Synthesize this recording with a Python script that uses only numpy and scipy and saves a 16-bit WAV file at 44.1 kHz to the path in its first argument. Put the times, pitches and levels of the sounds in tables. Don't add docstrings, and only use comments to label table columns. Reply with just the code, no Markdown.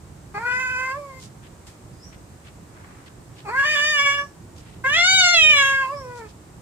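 import sys
import numpy as np
from scipy import signal
from scipy.fft import rfft, irfft, next_fast_len
from scipy.io import wavfile
from scipy.ndimage import uniform_filter1d

SR = 44100
rng = np.random.default_rng(int(sys.argv[2]) if len(sys.argv) > 2 else 0)


def wav_out(sig):
    wavfile.write(sys.argv[1], SR, np.round(np.clip(np.atleast_2d(sig).T, -1, 1) * 32767).astype(np.int16))


N = 291501
TIME = np.arange(N) / SR
CUTOFF_HZ = 15450

# (time [s], pitch [Hz])
PITCH_1 = [(.35, 408.4), (.377, 411.7), (.4, 451), (.45, 480), (0.541, 502), (.62, 513), (0.698, 504.2),
           (0.909, 522.7), (.955, 570), (0.989, 586), (1.13, 527.6), (1.195, 519)]
PITCH_2 = [(3.459, 423.3), (3.484, 395), (3.525, 476), (3.56, 527), (3.595, 550.4), (3.63, 560.5),
           (3.669, 601.7), (3.715, 608), (3.78, 571.5), (3.83, 591), (3.881, 608), (3.939, 599),
           (3.978, 568), (4.259, 571)]
PITCH_3 = [(4.852, 519.5), (4.936, 604), (4.975, 688.5), (5.025, 701.4), (5.085, 756), (5.14, 757.7),
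           (5.195, 756.7), (5.239, 712.7), (5.324, 704.8), (5.44, 617.5), (5.5, 609.9), (5.56, 572),
           (5.629, 550.2), (5.799, 538), (5.88, 527), (5.93, 584.7), (5.99, 555.6), (6.06, 500),
           (6.17, 483), (6.26, 420.4)]


def from_db(db):
    return 10 ** (np.asarray(db) / 20)


def rms_one(x):
    return x / np.sqrt(np.mean(x ** 2) + 1e-20)


def short_rms(x):
    return np.sqrt(np.maximum(uniform_filter1d(x ** 2, size=441), 0) + 1e-12)


def in_time(rows, t):
    s, *columns = np.transpose(rows)
    return [np.interp(t, s, column) for column in columns]


def at_hz(points, hz):
    freqs, values = np.transpose(points)
    return np.interp(np.log(hz), np.log(freqs), values)


def band(x, low_hz, high_hz):
    edges_hz = [low_hz, min(high_hz, .45 * SR)]
    return signal.sosfilt(signal.butter(2, edges_hz, "band", fs=SR, output="sos"), x)


def drift(rate_hz, size):
    pole = np.exp(-2 * np.pi * rate_hz * 20 / SR)
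    white = rng.standard_normal(size // 20 + 4002)
    slow = signal.lfilter([1], [1, -2 * pole, pole * pole], white)[4000:]
    return np.interp(np.arange(size) / 20, np.arange(len(slow)), rms_one(slow))


def delayed(x, ms):
    return np.interp(TIME - ms / 1000, TIME, x, left=0)


def coloured_noise(spectrum):
    # (frequency [Hz], correlation [-1 to 1])
    likeness = [(60, 1), (150, 0.91), (300, 0.9), (700, 0.17), (1500, 0.082), (5000, .05)]
    size = next_fast_len(N)
    hz = np.maximum(np.fft.rfftfreq(size, 1 / SR), 1)
    mid, side = rfft(rng.standard_normal((2, size)))
    alike = np.clip(at_hz(likeness, hz), -1, 1)
    pair = np.sqrt(1 + alike) * mid + np.sqrt(1 - alike) * side * [[1], [-1]]
    return rms_one(irfft(pair * from_db(at_hz(spectrum, hz)), size)[:, :N])


def cat(voice_db=1.37, air_db=-41, rasp_db=-9, left_lag_ms=0.085):
    # (time [s], level before voice_db [dB], extra tilt [dB/octave])
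    loudness_1 = [(0.35, -33, 4.7), (0.38, -26.5, 4.2), (0.394, -34, 4), (0.448, -29, -2.5),
                  (0.458, -23.5, -1), (0.632, -26.5, 3.3), (0.9, -26.5, 2.6), (1.022, -39.5, 2.3),
                  (1.195, -46, 11)]
    loudness_2 = [(3.457, -39.5, 0.27), (3.497, -28.5, 0.33), (3.511, -32.5, 0.3), (3.597, -16.5, 0.55),
                  (3.647, -21, 0.9), (3.973, -20.5, 0.24), (3.999, -16.5, 0.19), (4.039, -21.5, 0.3),
                  (4.069, -16, 0.29), (4.177, -26.5, 0.25), (4.193, -20.5, 0.32), (4.255, -41, 0.3)]
    loudness_3 = [(4.848, -22, -0.63), (4.862, -18, -0.5), (4.914, -23, -0.5), (4.942, -18, -0.77),
                  (5.204, -14.5, -0.6), (5.328, -17, -0.28), (5.34, -15, -0.43), (5.51, -12, -0.8),
                  (5.558, -17.5, -0.64), (5.582, -15, -0.85), (5.864, -24.5, 0.23), (5.994, -38.5, -0.4),
                  (6.214, -39, -0.5), (6.275, -47, -0.5)]
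    # (time [s], factor on first resonance, factor on second resonance)
    jaw_1 = [(.35, 0.83, 0.9), (.42, 1.12, 0.94), (.5, 1, 0.99), (.62, 1.07, 1.014), (.76, 0.88, 1.096),
             (.92, 0.88, 0.99)]
    jaw_2 = [(3.47, 0.8, 1.01), (3.56, 0.94, 0.83), (3.66, 1.04, 0.96), (3.8, 0.89, 1.026),
             (3.92, 0.9, 1.08), (4.0, 0.98, 0.91), (4.12, 1, 0.92)]
    jaw_3 = [(4.85, 0.92, .96), (4.95, 1.074, 0.97), (5.04, 0.97, 1.015), (5.17, 1.04, 0.89),
             (5.26, 1, 1.06), (5.36, 1.03, 1.04), (5.48, 1.073, 0.99), (5.62, 0.93, 1.007),
             (5.8, 0.96, 1.02)]
    # (lips begin to close [s], lips shut [s], resonance factor, antiresonance factor,
    # then with shut lips: second resonance [Hz], antiresonance [Hz], tilt [dB/octave])
    gestures = [(0.894, 0.972, 0.99, 0.94, 2180, 1750, 2.3), (4.09, 4.34, 1, 0.98, 2500, 3960, -8.5),
                (5.681, 5.944, 1.02, 1.059, 2800, 2790, 1.3)]
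    fundamentals_db = [4, 2, -0.4]
    # (delay [ms], gain)
    left_echoes = [(2.063, 0.22), (2.222, -0.28), (3.605, -0.11), (3.855, -0.013), (4.49, -0.17),
                   (5.782, -0.14), (6.122, 0.23), (6.916, -0.17), (7.12, -0.098)]
    right_echoes = [(0.317, 0.2), (0.476, -0.12), (1.224, 0.36), (1.383, -0.13), (1.973, 0.32),
                    (2.585, -0.27), (2.993, 0.18), (4.263, -0.2), (9.773, 0.35)]
    # (frequency [Hz], relative density [dB per Hz])
    mouth_air = [(600, -24.5), (1800, -7), (3700, 1.5), (4850, 6), (6000, 2.5), (7600, 3.5), (10500, -3.5),
                 (13500, -2.5), (16000, -43)]

    calls = zip(
        (PITCH_1, PITCH_2, PITCH_3),
        (loudness_1, loudness_2, loudness_3),
        (jaw_1, jaw_2, jaw_3),
        gestures,
        fundamentals_db,
    )
    voice = from_db(voice_db) * sum(yowl(*call) for call in calls)
    strength = np.maximum(uniform_filter1d(np.abs(voice), size=400), 0)
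    voice = voice + from_db(rasp_db) * strength * strain(TIME) ** 2 * rasp()

    left = voice + sum(gain * delayed(voice, ms) for ms, gain in left_echoes)
    right = voice + sum(gain * delayed(voice, ms) for ms, gain in right_echoes)
    even = short_rms(voice) / short_rms(np.hypot(left, right) / np.sqrt(2))
    left, right = even * left, even * right

    air = from_db(air_db) * np.sqrt(strength) * coloured_noise(mouth_air)
    return np.array([delayed(left, left_lag_ms), right]) + air


def yowl(pitches, loudness, jaw, gesture, fundamental_db, waver=0.00392, jitter=0.035, doubling=0.0034,
         shimmer_db=1.5, flutter_db=2.0, attack_s=.01, release_s=0.009):
    # (frequency [Hz], gain [dB])
    throat = [(450, -2), (650, -3.5), (800, -6), (1100, 3), (1600, -.6), (2300, -4), (2900, -4.3),
              (3600, 3.5), (4200, 6), (4750, 19), (5400, 11), (7200, 25), (8800, 17), (10800, 12),
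              (13500, 28)]
    first_width_hz, second_width_hz = 352, 590
    notch_db, notch_width_share = -22, 0.093
    lips_db, open_mouth_hz = -24, 1950
    pulse_spread_rad = .55

    start, end = loudness[0][0] - attack_s, loudness[-1][0] + release_s
    span = (TIME > start) & (TIME < end)
    t = TIME[span]
    size = len(t)
    pitch_hz, = in_time(pitches, t)
    level_db, extra_tilt = in_time(loudness, t)
    first_hz, second_hz, notch_hz, tilt = mouth(t, pitch_hz, jaw, gesture)

    rough = strain(t)
    wander = waver * drift(25.8, size) + jitter * rough * drift(200, size)
    cycles = np.cumsum(pitch_hz * (1 + wander)) / SR
    cycles = cycles + doubling * rough ** 2 * np.sin(np.pi * cycles + drift(21.4, size))

    closure = np.clip(1 - first_hz / open_mouth_hz, 0, 1)
    voice, power = 0, 0
    for k in range(1, 29):
        hz = k * pitch_hz
        mouth_db = resonance_db(hz, first_hz, first_width_hz) + resonance_db(hz, second_hz, second_width_hz)
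        cavity_db = notch_db * np.exp(-((hz / notch_hz - 1) / notch_width_share) ** 2)
        muffle_db = lips_db * closure * np.clip((hz - second_hz) / second_width_hz, 0, 1)
        source_db = (tilt + extra_tilt) * np.log2(k) + fundamental_db * (k == 1)
        gain_db = at_hz(throat, hz) + mouth_db + cavity_db + muffle_db + source_db
        gain = from_db(gain_db + flutter_db * drift(16.6, size)) * (hz < CUTOFF_HZ)
        turn = np.arctan(2 * (hz - first_hz) / first_width_hz)
        turn = turn + np.arctan(2 * (hz - second_hz) / second_width_hz)
        turn = turn + pulse_spread_rad * k ** 2
        voice = voice + gain * np.cos(2 * np.pi * k * cycles - turn)
        power = power + gain ** 2 / 2

    gate = np.clip((t - start) / attack_s, 0, 1) * np.clip((end - t) / release_s, 0, 1)
    shimmer = shimmer_db * rough * drift(150, size)
    out = np.zeros(N)
    out[span] = voice / np.sqrt(power) * gate * from_db(level_db + shimmer)
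    return out


def resonance_db(hz, centre_hz, width_hz):
    return -10 * np.log10((1 - (hz / centre_hz) ** 2) ** 2 + (hz * width_hz / centre_hz ** 2) ** 2)


def mouth(t, pitch_hz, jaw, gesture):
    # (pitch [Hz], first resonance [Hz], second resonance [Hz],
    # antiresonance [Hz], source tilt [dB/octave])
    mouth_shapes = [(387, 680, 2550, 4400, -1), (468, 1700, 2450, 4500, 1.6), (518, 1540, 2325, 4240, 3.2),
                    (570, 2030, 2960, 4290, 2), (643, 2246, 3380, 4240, 0.5), (687, 2305, 3830, 4230, -3.5),
                    (757, 2280, 4500, 4640, -1.34)]
    jaw_lag_s = 0.086
    shut_first_hz = 670
    closing_power = 1.77

    closing_s, shut_s, factor, notch_factor, *shut = gesture
    keep = np.exp(-1 / (jaw_lag_s * SR))
    trailing_hz = pitch_hz[0] + signal.lfilter([1 - keep], [1, -keep], pitch_hz - pitch_hz[0])
    first_hz = in_time(mouth_shapes, trailing_hz)[0]
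    second_hz, notch_hz, tilt = in_time(mouth_shapes, pitch_hz)[1:]
    first_sway, second_sway = in_time(jaw, t)
    opened = [first_hz * first_sway * factor, second_hz * second_sway * factor, notch_hz * notch_factor, tilt]
    closed = np.clip((t - closing_s) / (shut_s - closing_s), 0, 1) ** closing_power
    return [a + closed * (b - a) for a, b in zip(opened, [shut_first_hz, *shut])]


def strain(t):
    # (centre time [s], half length to 1/e [s], added roughness [0-1])
    breaks = [(.48, 0.083, 0.18), (3.524, 0.032, 0.3), (3.64, 0.057, 0.36), (3.756, 0.059, 0.39),
              (4.983, 0.047, 0.37), (5.205, 0.012, 0), (5.342, 0.011, 0.16), (5.849, .04, 0.13)]
    slack_hz, slack_roughness, steadying_power = 385, 0.92, 4.4
    pitch_hz, = in_time(np.vstack([PITCH_1, PITCH_2, PITCH_3]), t)
    slack = slack_roughness * (slack_hz / pitch_hz) ** steadying_power
    added = sum(amount * np.exp(-((t - s) / length_s) ** 2) for s, length_s, amount in breaks)
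    return np.clip(slack + added, 0, 1)


def rasp():
    # (centre [Hz], width [Hz], relative level [dB])
    rasp_modes = [(1600, 87, -50), (2200, 150, 14), (3020, 120, -13.5), (4480, 300, 8.5), (7500, 760, 1.5)]
    bursts = rng.standard_normal(N) * from_db(3.5 * drift(200, N))
    out = 0
    for hz, width_hz, level_db in rasp_modes:
        out = out + from_db(level_db) * rms_one(band(bursts, hz - width_hz / 2, hz + width_hz / 2))
    return rms_one(out)


def pen_noises(spread=1.71, grain_db=2.5, tick_t60_s=0.26):
    # (centre time [s], half length [s], level before swell [dB], centre [Hz])
    rustles = [(1.237, 0.068, -46.5, 4760), (1.455, 0.045, -51.5, 2120), (2.137, 0.033, -51, 1740),
               (2.473, 0.049, -51, 1980), (2.893, 0.33, -51.5, 1130), (3.074, 0.027, -48.5, 2170),
               (3.394, 0.061, -50, 2580), (4.587, 0.046, -52.5, 4000), (4.69, 0.2, -56.5, 2210),
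               (6.18, 0.051, -51, 4750), (6.3, 0.039, -53, 3670)]
    # (time [s], initial noise level before the band-pass [dB])
    ticks = [(1.668, -40.5)]
    out = np.zeros((2, N))
    white = rng.standard_normal((2, N))
    grainy = white * from_db(grain_db * drift(110, N))
    for s, half_s, level_db, hz in rustles:
        span = np.abs(TIME - s) < half_s
        swell = np.cos(np.pi / 2 * (TIME[span] - s) / half_s) ** 2
        noise = rms_one(band(grainy[:, span], hz / spread, hz * spread))
        out[:, span] += from_db(level_db) * swell * noise
    for s, level_db in ticks:
        decay = (TIME > s) * from_db(level_db - 60 * np.abs(TIME - s) / tick_t60_s)
        out += band(white * decay + 1e-18, 400, 7900)
    return out


def bird(warble=0.0099):
    # (unstretched time [s], pitch at full rise [Hz], relative level [dB])
    note = [(0, 4850, -15), (.032, 4910, -15), (.101, 5040, -5.5), (.124, 5450, 2), (.147, 6030, 3),
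            (.185, 5650, -18), (.225, 5000, -24)]
    # (start [s], level [dB], stretch in time, share of the full rise)
    chirps = [(1.925, -54.5, 0.83, .9), (4.11, -48.5, 0.54, 0.93), (5.84, -53.5, 1, 0.68)]
    out = np.zeros(N)
    base_hz = note[0][1]
    for start, level_db, stretch, rise in chirps:
        span = (TIME > start) & (TIME < start + stretch * note[-1][0])
        hz, note_db = in_time(note, (TIME[span] - start) / stretch)
        hz = base_hz + rise * (hz - base_hz)
        cycles = np.cumsum(hz * (1 + warble * drift(220, len(hz)))) / SR
        out[span] += from_db(level_db + note_db) * np.sin(2 * np.pi * cycles)
    return out


def background(level_db=-44.5, lumps_db=-2.0, lumps_hz=5.4, rumble_pan_db=-1.8):
    # (frequency [Hz], relative density [dB per Hz])
    ambience = [(25, -23.5), (50, -7), (70, -1.5), (115, 0), (180, -5.5), (250, -11.5), (320, -9),
                (450, -15), (1000, -19), (3200, -33), (6000, -32.5), (7800, -29.5), (11000, -39.5),
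                (15500, -42.5)]
    noise = from_db(level_db) * coloured_noise(ambience)
    rumble = signal.sosfilt(signal.butter(1, 300, fs=SR, output="sos"), noise)
    hiss = noise - rumble
    gain_db = lumps_db * drift(lumps_hz, N) + rumble_pan_db * np.array([[1], [-1]])
    return hiss + rumble * from_db(gain_db)


def reverberate(x, t60_s, wall_cut_hz):
    t = TIME[:int(t60_s * SR)]
    tail = band(rng.standard_normal((2, len(t))), 280, wall_cut_hz)
    tail = tail * from_db(-60 * t / t60_s) * (t > .006)
    return signal.fftconvolve(x, tail / np.sqrt(np.sum(tail ** 2) / 2), axes=1)[:, :N]


def scene(pen_db=-19, bird_echo_db=3, sheet_db=-20):
    near = cat() + pen_noises()
    pen = from_db(pen_db) * reverberate(near, t60_s=.2, wall_cut_hz=4500)
    sheet = from_db(sheet_db) * reverberate(band(near, 896, 1032), t60_s=0.42, wall_cut_hz=3300)
    far = np.array([bird()] * 2)
    far_echoes = from_db(bird_echo_db) * reverberate(far, t60_s=0.29, wall_cut_hz=8500)
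    return near + pen + sheet + far + far_echoes + background()


def record(dry, port_hz=8200, port_q=3.14, port_gain=0.51):
    left, right = dry
    right = right + port_gain * signal.lfilter(*signal.iirpeak(port_hz, port_q, fs=SR), right)
    return signal.sosfilt(signal.ellip(10, .1, 80, CUTOFF_HZ, fs=SR, output="sos"), [left, right])


dry = scene()
out = record(dry)
wav_out(out)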